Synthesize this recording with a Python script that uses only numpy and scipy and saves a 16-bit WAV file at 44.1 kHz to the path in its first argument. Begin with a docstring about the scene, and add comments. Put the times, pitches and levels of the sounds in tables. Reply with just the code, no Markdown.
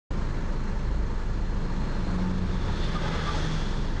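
"""A deep idling throb, heard from a standing vehicle under a rumble of wind and far traffic.
The throb is a tone at the engine's firing rate with fluttering overtones; the wind gusts and booms once.
A small vehicle passes, closest at about 3.2 s: its exhaust drone, four harmonics of its firing rate,
swells and drops in pitch. Its tyres roar and hiss, bands of noise and ringing resonances that
rise and fall as it goes by, and it gives a few faint squeaks."""
import sys
import numpy as np
from scipy import signal
from scipy.io import wavfile
from scipy.ndimage import uniform_filter1d

SR = 44100
rng = np.random.default_rng(int(sys.argv[2]) if len(sys.argv) > 2 else 0)


def generate_wav(signal):
    """Clip the signal to [-1, 1] and save it as 16-bit WAV at the path in sys.argv[1]."""
    frames = np.transpose(np.atleast_2d(signal))
    scaled = np.clip(frames, -1, 1) * 32767
    pcm = np.round(scaled).astype(np.int16)
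    wavfile.write(sys.argv[1], SR, pcm)


N = 176400
T = np.arange(N) / SR

IDLE_HZ = 25.88  # firing rate of the standing engine
# firing rate of the passing engine, as heard: time_s, rate_hz
PASSING_FIRING = [(0, 90), (1.9, 90.5), (2.33, 92), (2.6, 90), (2.8, 83), (3.1, 81.3), (3.35, 78.7),
                  (4, 79)]


def from_db(db):
    """Decibels to gain."""
    return 10 ** (np.asarray(db) / 20)


def rms_one(x):
    """Scale to unit rms."""
    return x / np.sqrt(np.mean(x ** 2) + 1e-20)


def curves(rows):
    """Breakpoints (time_s, values...) joined by straight lines, one curve per value column."""
    times, *columns = np.transpose(rows)
    return [np.interp(T, times, column) for column in columns]


def drift(rate_hz):
    """Smooth random modulation with a spread of 1."""
    step, settle = 20, 4000  # samples per control point; points the filter takes to settle
    pole = np.exp(-2 * np.pi * rate_hz * step / SR)
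    white = rng.standard_normal(N // step + settle + 2)
    slow = signal.lfilter([1], [1, -2 * pole, pole * pole], white)[settle:]
    return np.interp(np.arange(N) / step, np.arange(len(slow)), rms_one(slow))


def tone(hz):
    """A sine of unit rms on a steady or moving pitch."""
    cycles = np.cumsum(np.broadcast_to(hz, N)) / SR
    return np.sqrt(2) * np.sin(2 * np.pi * (cycles + rng.random()))


def narrow_noise(hz, width_hz):
    """Noise of unit rms in one resonance, whose centre may move."""
    phase = 2 * np.pi * np.cumsum(np.broadcast_to(hz, N)) / SR
    rate_hz = width_hz * np.pi / 4
    return rms_one(drift(rate_hz) * np.cos(phase) + drift(rate_hz) * np.sin(phase))


def banded_noise(spectrum, flicker_db):
    """Quarter-octave bands of noise, each with its own level and flicker; unit rms overall."""
    edges_hz = 22 * 2 ** np.arange(0, 9.3, .25)
    hz, db = np.transpose(spectrum)
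    shared_flicker = drift(8)
    white = rng.standard_normal((2, N + SR // 2))
    out = 0
    for k, (low, high) in enumerate(zip(edges_hz, edges_hz[1:])):
        bandpass = signal.butter(2, [low, high], "band", fs=SR, output="sos")
        band = signal.sosfilt(bandpass, white[k % 2])[-N:]
        level_db = np.interp(np.log(low * high) / 2, np.log(hz), db)
        out += band * from_db(level_db + flicker_db * (.5 * shared_flicker + drift(14)))
    return rms_one(out)


def pass_by(peak_s, rise_s, fall_s, steepness):
    """Gain of a source going by on a straight line: 1 at its closest, less with distance."""
    along = (T - peak_s) / np.where(T < peak_s, rise_s, fall_s)
    return 1 / np.hypot(1, along) ** steepness


def wind_and_traffic():
    """A bed of dark rumble that swells with the far traffic."""
    # tone colour of the rumble: frequency_hz, relative_db
    spectrum = [(25, -6), (48, -5), (85, -.3), (115, -3.7), (170, -4.2), (230, -8.8), (300, -9.6),
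                (420, -12), (560, -16), (700, -23.3), (950, -17.7), (1250, -20.4), (1800, -24.8),
                (2500, -32.5), (4000, -36), (6500, -40.5), (8000, -51), (9000, -55), (11000, -60)]
    # swell of the traffic: time_s, gain_db
    swell = [(0.1, 2.1), (0.9, -.5), (1.6, -.7), (2.2, 3.2), (2.5, 1.1), (4, -.7)]
    swell_db, = curves(swell)
    return from_db(-35.1 + swell_db) * banded_noise(spectrum, flicker_db=.9)


def wind_gusts():
    """Deep buffeting that comes and goes."""
    # strength of the gusts: time_s, level_db
    strength = [(0.1, -39), (.65, -44), (1.35, -34), (1.8, -36), (2.4, -38), (2.7, -31), (2.95, -39),
                (3.3, -38), (3.5, -46), (4, -48)]
    level_db, = curves(strength)
    return from_db(level_db) * narrow_noise(49, width_hz=16)


def wind_boom():
    """One short, low boom of buffeting air."""
    start_s, end_s, attack_s, release_s = .82, 1.2, .07, .22
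    ramps = np.minimum((T - start_s) / attack_s, (end_s - T) / release_s)
    return from_db(-29.7) * np.sqrt(np.clip(ramps, 0, 1)) * tone(hz=53.5)


def engine_whirs():
    """Narrow bands of steady noise from the idling engine."""
    # whirs: pitch_hz, width_hz, level_db
    whirs = [(896, 55, -53.7), (1720, 40, -60), (6290, 80, -71.5), (6780, 120, -72), (7400, 140, -76)]
    return sum(from_db(db) * narrow_noise(hz, width) for hz, width, db in whirs)


def engine_whine():
    """A thin, high engine whine that lifts for a moment."""
    # swell of the whine: time_s, level_db
    swell = [(0, -63.5), (1.4, -62), (1.85, -58.5), (2.25, -57.5), (2.6, -63), (4, -68)]
    level_db, = curves(swell)
    return from_db(level_db + .7 * drift(6)) * narrow_noise(4200, width_hz=140)


def idle_clatter(noise):
    """The given noise, its upper part pulsing faintly with each firing of the idling engine."""
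    depth, above_hz = .055, 500
    upper = signal.sosfilt(signal.butter(1, above_hz, "high", fs=SR, output="sos"), noise)
    pulse = tone(IDLE_HZ) + tone(2 * IDLE_HZ)
    return noise + depth * pulse * upper


def idle_throb():
    """The standing engine's firings make a deep throb, with fluttering overtones and hums above it."""
    # overtones of the idle: multiple_of_firing_rate, level_db
    orders = [(2, -42), (3, -50), (3.5, -46.5), (5, -46.5)]
    # hums of the standing vehicle: pitch_hz, level_db
    hums = [(41, -43), (133.5, -45.5), (180, -48), (205, -45)]
    flutter_db = 2
    firing_hz = IDLE_HZ * (1 + .002 * drift(1))
    overtones = [(multiple * firing_hz, db) for multiple, db in orders]
    partials = 0
    for hz, db in overtones + list(hums):
        gain = from_db(db + flutter_db * drift(3))
        partials += gain * tone(hz * (1 + .005 * drift(4)))
    return from_db(-28.3) * tone(firing_hz) + partials


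def squeaks():
    """Brief, rough squeaks from the passing vehicle; most glide a little downward."""
    # squeaks: start_s, length_s, pitch_hz, level_db, sag_per_s (share of the pitch)
    events = [(2.20, .13, 895, -41, .2), (2.78, .13, 3560, -47, .2), (2.80, .10, 4320, -53, .2),
              (2.945, .06, 1205, -32.5, .8), (2.97, .16, 865, -42, .1), (3.00, .11, 1550, -42.5, 0),
              (3.005, .09, 555, -40, -.6), (3.09, .08, 1285, -41, -.4), (3.16, .06, 1272, -36.5, .2),
              (3.19, .05, 1670, -41, .3), (3.24, .105, 1182, -31.3, .1), (3.28, .09, 850, -40.5, 1.1),
              (3.328, .04, 865, -38, 0), (3.355, .06, 630, -40, .1)]
    jitter, roughness = .012, .3
    out = 0
    for start_s, length_s, hz, db, sag in events:
        age = np.clip(T - start_s, 0, length_s)
        pitch_hz = hz * (1 - sag * (age - length_s / 2) + jitter * drift(140))
        envelope = np.sin(np.pi * age / length_s) ** 2
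        out += from_db(db) * envelope * (1 + roughness * drift(120)) * tone(pitch_hz)
    return out


def tyre_singing():
    """Two high resonances sing in the tyre noise and sink in pitch as the vehicle goes by."""
    # resonances at their loudest moment: pitch_hz, width_hz, level_db
    resonances = [(3410, 260, -44), (4260, 220, -55)]
    peak_s, doppler_share = 3.26, .27  # they follow this share of the engine's pitch drop
    firing_hz, = curves(PASSING_FIRING)
    doppler = (firing_hz / np.interp(peak_s, T, firing_hz)) ** doppler_share
    singing = sum(from_db(db) * narrow_noise(hz * doppler, width) for hz, width, db in resonances)
    return pass_by(peak_s, rise_s=.5, fall_s=.46, steepness=2.4) * singing


def tyre_hiss():
    """A first rush as the tyres come near, then their full hiss, with a brighter sizzle trailing."""
    # tone colour of the hiss: frequency_hz, relative_db
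    hiss_spectrum = [(1000, -15), (2000, -4), (2900, -1.5), (3800, -1), (4300, -1), (5200, -5),
                     (6300, -10.5), (7500, -21), (9000, -27), (11000, -42)]
    # tone colour of the sizzle: frequency_hz, relative_db
    sizzle_spectrum = [(2500, -14), (4500, -4), (5800, 0), (6500, -4), (7500, -14), (9000, -21),
                       (11000, -40)]
    rush = from_db(-56) * pass_by(peak_s=2.85, rise_s=.05, fall_s=.08, steepness=2.2)
    swell = from_db(-42.8) * pass_by(peak_s=3.23, rise_s=.33, fall_s=.35, steepness=1.42)
    trail = from_db(-49.3) * pass_by(peak_s=3.47, rise_s=.3, fall_s=.18, steepness=1.7)
    hiss = banded_noise(hiss_spectrum, flicker_db=.6)
    sizzle = banded_noise(sizzle_spectrum, flicker_db=.6)
    return (rush + swell) * hiss + trail * sizzle


def tyre_roar():
    """The broad roar of rolling tyres, with resonances that flare and waver as they pass."""
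    # tone colour of the roar: frequency_hz, relative_db
    spectrum = [(60, 0), (140, 7.5), (220, 4), (300, -.5), (400, 3.2), (600, -3.5), (700, -5.5),
                (850, -3.5), (1000, -5), (1200, -3), (1400, -5.5), (1650, -4.5), (2300, -13), (3000, -18),
                (6000, -36)]
    # resonances at their loudest moment: pitch_hz, width_hz, level_db
    resonances = [(590, 50, -46.5), (850, 70, -46), (1230, 90, -45), (1555, 70, -45.5), (1720, 90, -46.5),
                  (2040, 130, -49)]
    flare_db, waver = 2.5, .015
    ringing = 0
    for hz, width, db in resonances:
        gain = from_db(db + flare_db * drift(9))
        ringing += gain * narrow_noise(hz * (1 + waver * drift(6)), width)
    roar_swell = from_db(-33.3) * pass_by(peak_s=3.21, rise_s=.32, fall_s=.27, steepness=1.2)
    ring_swell = pass_by(peak_s=3.2, rise_s=.28, fall_s=.28, steepness=2.6)
    return roar_swell * banded_noise(spectrum, flicker_db=1.5) + ring_swell * ringing


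def exhaust_drone():
    """The passing engine's exhaust: four slightly rough harmonics of its firing rate."""
    # swell of the two lowest harmonics: time_s, first_db, second_db
    swell = [(0, -52, -58), (1.5, -46, -50), (1.7, -46, -40.5), (1.9, -47, -41), (2.05, -46, -36),
             (2.3, -42, -26.2), (2.4, -33.5, -29.7), (2.52, -36, -32.5), (2.72, -37, -41),
             (3.0, -41, -32.5), (3.17, -30.5, -33.5), (3.3, -43, -34), (3.4, -42, -37), (3.49, -41, -28.8),
             (3.68, -42, -46), (4, -41, -54)]
    rough_db = .85
    firing_hz, = curves(PASSING_FIRING)
    first_db, second_db = curves(swell)
    levels_db = [first_db, second_db, second_db - 20, second_db - 21]
    return sum(from_db(db + rough_db * drift(15)) * tone(harmonic * firing_hz)
               for harmonic, db in enumerate(levels_db, start=1))


def limiter(x):
    """Turns the gain down quickly on peaks above the ceiling, and lets it recover slowly."""
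    ceiling_db, release_db_per_s, attack_s = -18.2, 60, .004
    over_db = np.maximum(20 * np.log10(np.abs(x[0]) + 1e-9) - ceiling_db, 0)
    recovery_db = release_db_per_s * T
    held_db = np.maximum.accumulate(over_db + recovery_db) - recovery_db
    return x * from_db(-uniform_filter1d(held_db, int(attack_s * SR)))


def scene():
    """The idle, the street and the passing vehicle, mixed in mono."""
    idle = idle_throb()
    bed = idle_clatter(engine_whirs() + wind_and_traffic()) + engine_whine()
    buffeting = wind_gusts() + wind_boom()
    vehicle = exhaust_drone() + tyre_roar() + tyre_hiss() + tyre_singing() + squeaks()
    return (idle + bed + buffeting + vehicle)[None]


def record(dry):
    """Silence until the sound cuts in; peaks are held down and the top treble is cut."""
    start_s, fade_s, cutoff_hz = .105, .004, 11200
    fade_in = np.clip((T - start_s) / fade_s, 0, 1)
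    lowpass = signal.cheby2(12, 70, cutoff_hz, fs=SR, output="sos")
    return signal.sosfilt(lowpass, limiter(dry * fade_in))


dry = scene()
out = record(dry)
generate_wav(out)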